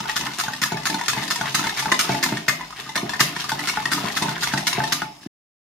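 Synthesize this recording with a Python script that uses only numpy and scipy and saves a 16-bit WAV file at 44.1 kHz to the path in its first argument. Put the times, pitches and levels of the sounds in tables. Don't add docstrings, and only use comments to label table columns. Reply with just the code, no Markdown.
import sys
import numpy as np
from scipy import signal
from scipy.fft import rfft, irfft
from scipy.io import wavfile

SR = 44100
rng = np.random.default_rng(int(sys.argv[2]) if len(sys.argv) > 2 else 0)


def store_wav(level_fs):
    pcm = np.round(np.clip(np.atleast_2d(level_fs), -1, 1) * 32767)
    wavfile.write(sys.argv[1], SR, pcm.T.astype(np.int16))


N = 252252
END_S = 5.274

# (time [s], level [dB], wall pitch [Hz], wire tick level [dB],
# length of the clatter [s], firmness of the first contact [dB])
CAGE_STROKES = [(0.159, 8, 1390, 7, 0.018, 3), (0.386, 7.5, 1346, 7, 0.026, 8.5),
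                (0.617, 12.5, 2016, 9.5, 0.021, 7), (0.855, 9.5, 1390, 8.5, 0.019, 7.5),
                (1.082, 9, 1390, 11.5, 0.019, 15), (1.304, 9, 1390, 7.5, .018, 9),
                (1.545, 10.5, 1460, 11, .012, 5), (1.773, 7.5, 2056, 5.5, 0.031, 8),
                (1.992, 10, 1380, 13, 0.02, 12), (2.228, 11, 1990, 11, 0.013, 6.5),
                (2.481, 16.5, 1850, 10, .014, 0.5), (2.956, 8, 1900, 4.5, 0.0083, 13),
                (3.202, 16, 1404, 15.5, .013, 5.5), (3.488, 4, 1275, 3, 0.018, -3),
                (3.673, 7, 1370, 7, 0.021, 8.5), (3.917, 10.5, 1390, 9.5, 0.03, 8.5),
                (4.164, 9, 1376, 7, .015, 5.5), (4.424, 8, 1380, 6.5, 0.02, -0.5),
                (4.669, 8.5, 2210, 10.5, .012, 7), (4.921, 9, 1400, 10.5, 0.012, 5)]


def strokes(body_db=-2.5, tick_db=-3.5, jangle_db=-10):
    body, steel = np.zeros((2, 2, N))
    for s, db, hz, wire_db, length_s, first_db in CAGE_STROKES:
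        push = contacts(length_s, fade_db=-2.5, count=9, first_db=first_db, scatter_db=12)
        knock = clack(push, hz, spot_t60=0.037, spot_db=-3.1, spot_spread=.09)
        add(body, s, undb(db + body_db) * knock)
        clatter = ticks(push, tick_s=0.00039, zing_t60=0.016, zing_db=-3, snap_db=-3.5)
        add(steel, s, undb(wire_db + tick_db) * clatter)
        push = contacts(length_s=0.044, fade_db=-8, count=4, first_db=7.5, scatter_db=5.5)
        jangle = ticks(push, tick_s=0.00042, zing_t60=0.016, zing_db=-5.5)
        add(steel, s + length_s, undb(wire_db + tick_db + jangle_db) * jangle)
    return body + undb(5) * wires(steel)


# (time [s], level [dB],
# wall pitch [Hz], wire tick level [dB], rim pitch [Hz], rim level [dB])
WIRE_TAPS = [(0.004, -6, 1240, -8.5, 885, -3.5), (0.055, -6.5, 1460, -28, 897, -4),
             (0.095, 2.5, 1920, -4.5, 867, -3), (0.21, -8, 1970, -4, 954, -6.5),
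             (0.261, -6, 1490, -27, 897, -10), (0.322, -18, 1810, -31, 955, -14),
             (0.437, -15, 1880, -3, 886, -4.5), (0.482, 1.5, 1480, -10.5, 847, -4),
             (0.534, -2.5, 1860, -7, 900, -15.5), (0.659, -7, 1710, -7, 980, -7),
             (0.72, -3.5, 1490, -7, 875, 0.5), (0.77, -3, 1730, -8.5, 863, -5),
             (0.899, -2, 1750, -2, 892, -6), (0.943, -2, 1480, -2.5, 884, 0.5),
             (0.992, -2, 1990, -15, 870, -13), (1.012, -1, 1880, -6.5, 960, -2.5),
             (1.06, -9, 1800, -6.5, 1060, -22), (1.133, -3, 1700, -4.0, 1000, -2.5),
             (1.176, -6.5, 2060, -8.5, 872, -5.5), (1.232, -4, 1870, -15.5, 1040, -17),
             (1.279, -6, 1810, -5, 1020, -21), (1.359, -4, 1870, -1, 965, -4),
             (1.411, 4.5, 1475, -4.5, 887, 2.5), (1.456, -0.5, 1920, -8.5, 1040, -7),
             (1.591, 4, 1324, -2, 976, -6), (1.641, 0, 1500, -6, 881, -2), (1.669, -5.5, 2160, -4, 900, 1),
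             (1.694, 1.5, 1780, -3.5, 1050, -10.5), (1.824, -7.5, 1310, -5.5, 883, -4),
             (1.857, 3, 1445, -12.5, 870, 3.5), (1.9175, 9, 2030, 5, 1150, 4),
             (1.922, 11.5, 1780, -1, 1030, 5), (2.045, -2, 1310, -9.5, 903, -4.5),
             (2.092, -1.5, 1460, -6.5, 890, 3), (2.12, -0.5, 2210, -9.5, 896, -10),
             (2.148, -2, 1900, -9, 860, -1), (2.261, -2, 1350, -4.5, 970, -4),
             (2.322, -11.5, 1490, -20, 897, -3.5), (2.371, 1, 1845, -7.5, 1015, -17.5),
             (2.609, -5.5, 2000, -18, 1000, -6.5), (2.706, -17, 1160, -16.5, 1020, -14),
             (2.726, -8.5, 1244, -20, 960, -21), (2.864, -9.5, 1210, -19.5, 1070, -24.5),
             (2.892, -8.5, 2020, -10.5, 872, -8), (2.976, 0, 1840, -0.5, 1040, -4),
             (3.094, -2.5, 1730, -3, 973, -4), (3.135, 2, 1830, -8.5, 1020, -4),
             (3.195, 4, 1980, -3, 925, -4), (3.364, 0, 1870, -7.5, 990, -5.5),
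             (3.441, -4, 1204, -8.5, 1030, -12), (3.518, 2.5, 1500, -4, 876, 2),
             (3.592, 0, 1990, -5, 872, -9), (3.696, 0.5, 2200, -0.5, 1030, -13),
             (3.737, -15.5, 1790, -15, 990, -6), (3.772, 5, 1420, -13, 860, 4.5),
             (3.855, 9, 1902, -1, 950, -8), (3.978, 0.5, 1254, -16, 970, -3.5),
             (4.223, -3.5, 2000, 0.5, 990, -1.5), (4.283, 1, 1480, -22, 892, -4),
             (4.32, -8, 1520, -21.5, 852, -11.5), (4.365, -3, 1720, -21, 1040, -8.5),
             (4.473, 0.5, 1980, -2.5, 967, -2.5), (4.537, 7, 1470, -3.5, 876, -1.5),
             (4.576, 3.5, 1855, -1.5, 870, -3), (4.729, -0.5, 2020, 1, 990, -4),
             (4.802, 1.5, 1530, -25, 867, 2.5), (4.838, 0.5, 1800, -3.5, 874, -1),
             (5.019, 4, 1435, -9.5, 866.5, 1)]
TAP_SKID_S = .005


def taps(body_db=-1, tick_db=-1, rim_db=1.2):
    body, steel = np.zeros((2, 2, N))
    for s, db, hz, wire_db, rim_hz, ring_db in list(WIRE_TAPS) + strays():
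        push = contacts(TAP_SKID_S, fade_db=-6.5, count=4, first_db=3.5, scatter_db=-2)
        knock = clack(push, hz, spot_t60=0.042, spot_db=6.5, spot_spread=.012)
        add(body, s, undb(db + body_db) * knock)
        flick = ticks(push, tick_s=0.00024, zing_t60=0.026, zing_db=13.0, snap_db=-11.5)
        add(steel, s, undb(wire_db + tick_db) * flick)
        add(body, s, undb(ring_db + rim_db) * rim(rim_hz))
    return body + undb(3.5) * wires(steel)


# (lowest [Hz], highest [Hz])
STRAY_RANGE = (1310, 2330)


def strays(stray_db=-10, stray_spread_db=4, stray_tick_db=-11, stray_rim_db=-14, stray_rim_hz=900, count=26):
    rows = []
    for k, (when, force, spot) in enumerate(rng.random((count, 3))):
        s = END_S * (k + when) / count
        db = effort_db(s) + stray_spread_db * (2 * force - 1)
        hz = np.interp(spot, [0, 1], STRAY_RANGE)
        rows.append((s, stray_db + db, hz, stray_tick_db + db, stray_rim_hz, stray_rim_db + db))
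    return rows


RIM_T60_S, RIM_FREE_HZ = 0.18, 859
RIM_DAMP_HZ = 118
RIM_SPLIT, RIM_SPLIT_DB = 1.03, -8


def rim(hz):
    t60 = RIM_T60_S * np.exp(-max(hz - RIM_FREE_HZ, 0) / RIM_DAMP_HZ)
    blow = signal.unit_impulse(SR // 3)
    twin = ring(blow, hz * RIM_SPLIT, t60 / 2)
    return unit(ring(blow, hz, t60) + undb(RIM_SPLIT_DB) * twin)


# (frequency [Hz], level [dB])
CLACK_COLOUR = [(200, -22.5), (600, -3), (800, -3), (1100, -0.5), (1700, 1), (2150, -1), (2500, -4.5),
                (5000, -1), (12000, -4)]


def clack(push, hz, spot_t60, spot_db, spot_spread):
    at = np.flatnonzero(push)
    blow, spots = signal.unit_impulse(len(push)), np.zeros((2, 2 * len(push)))
    for i, (pitch, side) in zip(at, rng.standard_normal((len(at), 2))):
        note = push[i] * ring(blow, hz * np.exp(spot_spread * pitch), spot_t60)
        balance = 1 + 0.11 * side * np.array([[1], [-1]])
        spots[:, i:i + len(push)] += balance * note
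    load = 1 + .012 * rng.standard_normal()
    both = unit(wall(push, load)) + undb(spot_db) * unit(spots[:, :len(push)])
    return unit(colour(both, CLACK_COLOUR))


# (frequency before cream load [Hz], level [dB], t60 [s])
WALL_MODES = [(920, -8, 0.006), (1060, -3.5, 0.031), (1191.4, -7.5, 0.19), (1303, -4, 0.067),
              (1453, -2.5, 0.048), (1747, -2, 0.056), (1870, -3.5, 0.017), (2082, -1, 0.018),
              (2650, -6.5, 0.031)]


def wall(push, load=1):
    return sum(undb(db) * ring(scatter(push, spread=0.09), hz * load, t60) for hz, db, t60 in WALL_MODES)


def ticks(push, tick_s, zing_t60, zing_db, snap_db=-6, count=16):
    grit = signal.lfilter([1], [1, -np.exp(-2 / (tick_s * SR))], push ** 2)
    crack = np.sqrt(grit) * rng.standard_normal((2, len(push)))
    partials = np.geomspace(2500, 13000, count) * (1 + 0.045 * rng.standard_normal(count))
    zing = sum(ring(scatter(push, spread=1.0), hz, zing_t60 * 4000 / hz) for hz in partials)
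    snap = signal.lfilter([1, -2, 1], [1], scatter(push ** 2, spread=.6))
    return unit(unit(crack) + undb(zing_db) * unit(zing)) + undb(snap_db) * unit(snap)


# (frequency [Hz], level [dB])
TICK_COLOUR = [(600, -45.5), (1500, -3), (2400, -1), (3200, -0.5), (3750, 2), (4250, 1), (4900, 2),
               (5900, -0.5), (6600, -2.5), (7800, -8), (8600, -9), (11000, -13), (14500, -19), (16000, -35)]
# (frequency [Hz], width [Hz], level [dB])
WIRE_PARTIALS = [(2593, 36, -6), (3738, 60, -9), (4847, 51, -4.5), (5260, 120, -7), (6620, 75, -1.5)]


def wires(steel):
    bright = colour(steel, TICK_COLOUR)
    ringing = 0
    for hz, width_hz, db in WIRE_PARTIALS:
        ringing = ringing + undb(db) * signal.lfilter(*signal.iirpeak(hz, hz / width_hz, fs=SR), bright)
    return bright + ringing


PLOUGH_S, SQUELCH_SWING_DB = 0.11, 6
PRESS_S, RUMBLE_SWING_DB = 0.074, 6.5


def drag(squelch_db=-35.0, scrape_db=-38.5, rumble_db=-38.0, skid_db=-4, slip_db=3, slip_hz=45, count=16):
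    t = np.arange(N) / SR
    wet = undb(squelch_db + effort_db(t) + swing_db(PLOUGH_S, SQUELCH_SWING_DB))
    press = undb(rumble_db + effort_db(t) + swing_db(PRESS_S, RUMBLE_SWING_DB))
    dry = undb(scrape_db + effort_db(t)) + undb(skid_db) * skid(column=0)
    slip = undb(slip_db * wander(slip_hz))

    pitches = np.geomspace(780, 2200, count)
    pops = sum(ring(scatter(grains(rate=12, spread_db=5.0), spread=0.5), hz, 30 / hz) for hz in pitches)
    slipping = wall(slip * grains(rate=300, spread_db=5))
    squelch = unit(unit(slipping) + unit(pops))

    rub = slip * grains(rate=240, spread_db=2.0)
    rasp = ticks(rub, tick_s=0.00026, zing_t60=0.0054, zing_db=21.0, count=40)
    scrape = unit(colour(rasp, TICK_COLOUR))

    jolts = np.diff(slip * grains(rate=110, spread_db=1.0), prepend=0)
    rumble = unit(table(jolts, np.zeros(len(TABLE_MODES))))
    return np.sqrt(N) * (wet * squelch + press * rumble + dry * scrape)


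# (frequency [Hz], level [dB])
SWISH_COLOUR = [(400, -27.5), (800, -4), (1250, -2), (1900, 2), (2400, -2.5), (2900, -0.5), (5000, -12.5),
                (8000, -26.5), (15000, -35)]


def swishes(slosh_db=-42, slosh_swing_db=10, surge_db=4, surge_hz=22):
    t = np.arange(N) / SR
    surge = surge_db * wander(surge_hz)
    flow = undb(slosh_db + effort_db(t) + swing_db(PLOUGH_S, slosh_swing_db) + surge)
    film = unit(colour(scatter(grains(rate=900, spread_db=2.5), spread=0.24), SWISH_COLOUR))
    return np.sqrt(N) * (flow + skid(column=1)) * film


# (middle [s], length [s], dry scrape level [dB], wet swish level [dB])
LONG_SKIDS = [(0.092, .025, -50, -29), (1.482, 0.031, -41, -31), (2.778, 0.041, -43.5, -36),
              (2.807, 0.028, -43.5, -44), (3.405, 0.043, -33.5, -35.5), (3.76, 0.025, -33.5, -44.5),
              (4.083, 0.013, -61, -33.5), (4.358, 0.015, -50, -33.5)]


def skid(column):
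    t = np.arange(N) / SR
    return sum(undb(db[column]) * np.exp(-(2 * (t - s) / length_s) ** 2) for s, length_s, *db in LONG_SKIDS)


def plops(level_db=-15, spread_db=4, low_hz=1050, high_hz=2500, cycles=14, glide=0.032, count=90):
    out, t = np.zeros((2, N)), np.arange(SR // 25) / SR
    depth_db = swing_db(PLOUGH_S, SQUELCH_SWING_DB)
    for k, (when, force, pocket, place) in enumerate(rng.random((count, 4))):
        s = END_S * (k + when) / count
        hz = low_hz * (high_hz / low_hz) ** pocket
        fade = np.exp(-t * hz / cycles)
        phase = 2 * np.pi * np.cumsum(hz * (1 + glide * (1 - fade))) / SR
        note = unit(fade * np.sin(phase))
        turn_db = depth_db[min(int(s * SR), N - 1)]
        db = level_db + effort_db(s) + turn_db + spread_db * (2 * force - 1)
        balance = np.sqrt([[.5 + place], [1.5 - place]])
        add(out, s, undb(db) * balance * note)
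    return out


# (time [s], effort [dB])
WHISK_EFFORT = [(0, -1), (.6, -4), (1.1, -0.5), (1.7, 1), (2.36, 0.5), (2.46, -10), (2.66, -12.5),
                (2.92, -7.5), (3.13, -3.5), (3.3, -3.5), (3.62, -2), (4.1, 3), (4.85, 0.5), (5.0, -2.5),
                (5.09, -19), (5.25, -14)]


def effort_db(s):
    return np.interp(s, *np.transpose(WHISK_EFFORT))


TURN_S = 0.25


def swing_db(peak_s, depth_db):
    t = np.arange(N) / SR
    starts = np.r_[CAGE_STROKES[0][0] - TURN_S, [row[0] for row in CAGE_STROKES]]
    latest = np.maximum(np.searchsorted(starts, t, side="right") - 1, 0)
    age = t - starts[latest]
    return depth_db * (np.cos(2 * np.pi * (age - peak_s) / TURN_S) - 1) / 2


# (time [s], level [dB], hollow knock level [dB])
BOWL_THUMPS = [(0.005, -6.5, -26), (0.242, -11, -16), (0.478, -5.5, -23), (0.719, 3.5, 2),
               (0.742, -1.5, -6), (0.897, -4, -4), (0.944, -3.5, -20), (1.171, 0.5, -7.5), (1.226, -15, -6),
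               (1.408, 0.5, -3), (1.591, -4.5, -5), (1.641, -7, -11.5), (1.871, -4, -3), (1.918, -1.5, 4),
               (2.091, 6.5, 8), (2.112, 5, -8.5), (2.26, -2, 1.5), (2.321, 6.5, 3), (2.866, -11, -24.5),
               (2.959, -3, 2.5), (3.029, 4.5, 0.5), (3.204, 6, -12.5), (3.364, -6, -15), (3.522, -1.5, -4),
               (3.772, -4, -20), (3.857, -5, -5.5), (3.979, -7.5, -14), (4.039, 4.5, 2), (4.221, 0.5, 1.5),
               (4.281, -2, -6), (4.535, 5, 2), (4.577, -5, -7.5), (4.779, 5, 5), (5.02, -3, -16),
               (5.26, -3.5, -11)]
# (frequency [Hz], level [dB], t60 [s])
FOOT_MODES = [(350, -4, 0.041), (423, -11, 0.025), (546, -2.5, 0.025), (632, -4, 0.042), (693, -2, 0.22),
              (731, -9, 0.0073), (868, -4.5, 0.035)]
NUDGE_DB, NUDGE_KNOCK_DB = -17, -18


def thumps(boom_db=-0.5, thud_db=-6, foot_db=-3.0, thud_hz=250, thud_t60=0.014, soft_hz=490, size=16000):
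    low, knocks = np.zeros((2, N))
    blow = signal.unit_impulse(size)
    nudges = [(s, db + NUDGE_DB, db + NUDGE_KNOCK_DB) for s, db, *_ in CAGE_STROKES]
    for s, db, knock_db in BOWL_THUMPS + nudges:
        push = contacts(length_s=0.00494, fade_db=-7.5, count=3)
        knock = sum(undb(d) * ring(scatter(push, spread=0)[0], hz, t60) for hz, d, t60 in FOOT_MODES)
        place = 2.5 * rng.standard_normal(len(TABLE_MODES))
        add(low, s, undb(db + boom_db) * unit(table(blow, place)))
        add(low, s, undb(db + thud_db) * ring(blow, thud_hz, thud_t60))
        add(knocks, s, undb(knock_db + foot_db) * unit(knock))
    soft = signal.butter(5, [121, soft_hz], "band", fs=SR, output="sos")
    return knocks + signal.sosfilt(soft, low)


# (frequency [Hz], level [dB], t60 [s])
TABLE_MODES = [(138, 7.5, 0.37), (163.3, 6, 0.49), (195, 0.5, 0.15), (215.3, 0, 0.41), (254.9, 0.5, 0.78),
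               (294.2, 3.5, 0.2), (336, -7, 0.11), (395.5, -8.5, 0.041)]


def table(push, place):
    return sum(undb(db + shift_db) * ring(push, hz, t60) for (hz, db, t60), shift_db in zip(TABLE_MODES, place))


def kitchen(x, count=4):
    turn = 3 * np.arange(N) / SR % 1 * count
    shares = [np.interp(turn, np.arange(count), corner, period=count) for corner in np.eye(count)]
    return sum(signal.fftconvolve(x * np.sqrt(share), echoes(), axes=-1)[:, :N] for share in shares)


# (frequency [Hz], level [dB], t60 [s])
KITCHEN_BANDS = [(99, -3.5, 0.17), (290, -2, 0.73), (690, 4.5, 0.59), (892, 0, 0.38), (1500, -5, 0.14),
                 (2590, 0.5, 0.44), (4870, -1, 0.3), (7560, 3.5, 0.22), (14300, 9, 0.29)]


def echoes(wet_db=-2, early_db=-6, early_s=0.0036, gap_s=0.00053, size=22000):
    hz, db, t60 = np.transpose(KITCHEN_BANDS)
    t, f = np.arange(size) / SR, np.maximum(np.fft.rfftfreq(size, 1 / SR), 1)
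    mid, side = rfft(rng.standard_normal((2, size)))
    width = np.minimum(f / 700, 1) ** 1.4
    field = (mid + width * side * np.array([[1], [-1]])) / np.sqrt(1 + width ** 2)
    early = undb(early_db) * unit(np.exp(-t / early_s) * (t > .001))
    response = 0
    for k, share in enumerate(np.eye(len(hz))):
        late = undb(wet_db) * unit(undb(-60 * t / t60[k]) * (t > gap_s))
        band = irfft(field * np.interp(np.log(f), np.log(hz), share))
        response = response + undb(db[k]) * np.hypot(early, late) * band
    return response


# (frequency [Hz], level [dB])
HUSH_COLOUR = [(25, -9.5), (50, 17), (90, -12), (150, 6), (300, -9.5), (900, 5), (2400, -24.5), (4000, -26),
               (6700, -6), (8000, -11.5), (15000, -21)]


def background(level_db=-53, whine_db=-53, whine_hz=5130, whine_t60=.035):
    noise = rng.standard_normal(N) + 0.28 * rng.standard_normal((2, N))
    hush = unit(colour(noise, HUSH_COLOUR))
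    whine = unit(ring(rng.standard_normal((2, N)), whine_hz, whine_t60))
    return np.sqrt(N) * (undb(level_db) * hush + undb(whine_db) * whine)


def contacts(length_s, fade_db, count, first_db=6, scatter_db=8, size=6000):
    when, force = rng.random((count, 2)).T
    later = np.arange(count) > 0
    place = (np.arange(count) + when * later) / count
    push = np.zeros(size)
    at = np.clip(place * length_s * SR, 0, size - 1).astype(int)
    push[at] = undb(fade_db * place + np.where(later, scatter_db * force, first_db))
    return push


def grains(rate, spread_db):
    return (rng.random(N) < rate / SR) * undb(spread_db * np.minimum(rng.exponential(size=N), 4))


def wander(hz):
    return np.interp(np.arange(N) / SR * hz, np.arange(N // 500), rng.standard_normal(N // 500))


def scatter(push, spread):
    at = np.flatnonzero(push)
    mid, side = rng.standard_normal((len(at), 2)).T
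    out = np.zeros((2, len(push)))
    out[:, at] = push[at] * (np.sign(mid) + spread * side * np.array([[1], [-1]]))
    return out


def ring(push, hz, t60):
    r, w = np.exp(-np.log(1000) / (t60 * SR)), 2 * np.pi * hz / SR
    return signal.lfilter([0, np.sin(w) * np.sqrt(1 - r * r)], [1, -2 * r * np.cos(w), r * r], push)


def colour(x, points):
    hz, db = np.transpose(points)[:2]
    grid = np.maximum(np.fft.rfftfreq(2048, 1 / SR), 1)
    cep = irfft(np.log(undb(np.interp(np.log(grid), np.log(hz), db))))
    half = len(cep) // 2
    folded = np.r_[cep[0], 2 * cep[1:half], np.zeros(half)]
    response = irfft(np.exp(rfft(folded)))
    return signal.fftconvolve(x, response[None], axes=-1)[:, :x.shape[-1]]


def undb(db):
    return 10 ** (np.asarray(db) / 20)


def unit(x):
    return x / np.sqrt(np.mean(np.sum(x ** 2, axis=-1)) + 1e-18)


def add(out, s, x):
    i = max(int(s * SR), 0)
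    out[..., i:i + x.shape[-1]] += x[..., :N - i]


def scene():
    near = strokes() + taps() + drag() + swishes() + plops() + thumps()
    return near + kitchen(near) + background()


# (frequency [Hz], level difference [dB])
SIDE_LEAN = [(100, 0), (250, -1), (700, 0), (1290, 3), (2380, 1.5), (4400, 1.5), (8120, -3), (15000, 2)]
# (frequency [Hz], width [Hz], share removed [0-1])
COLOUR_DIPS = [(510, 190, 0.85), (7830, 176, 0.9)]
TOP_HZ = 15600


def record(dry):
    left = colour(dry[:1], [(hz, db / 2) for hz, db in SIDE_LEAN])[0]
    right = colour(dry[1:], [(hz, -db / 2) for hz, db in SIDE_LEAN])[0]
    sides = np.array([left, right])
    for hz, width_hz, share in COLOUR_DIPS:
        sides = sides - min(share, 1) * signal.lfilter(*signal.iirpeak(hz, hz / width_hz, fs=SR), sides)
    sides = signal.sosfilt(signal.butter(4, 42, "high", fs=SR, output="sos"), sides)
    running = np.clip((END_S - np.arange(N) / SR) / .004, 0, 1)
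    top = signal.ellip(8, .2, 70, TOP_HZ, fs=SR, output="sos")
    return signal.sosfilt(top, np.tanh(sides) * running)


dry = scene()
out = record(dry)
store_wav(out)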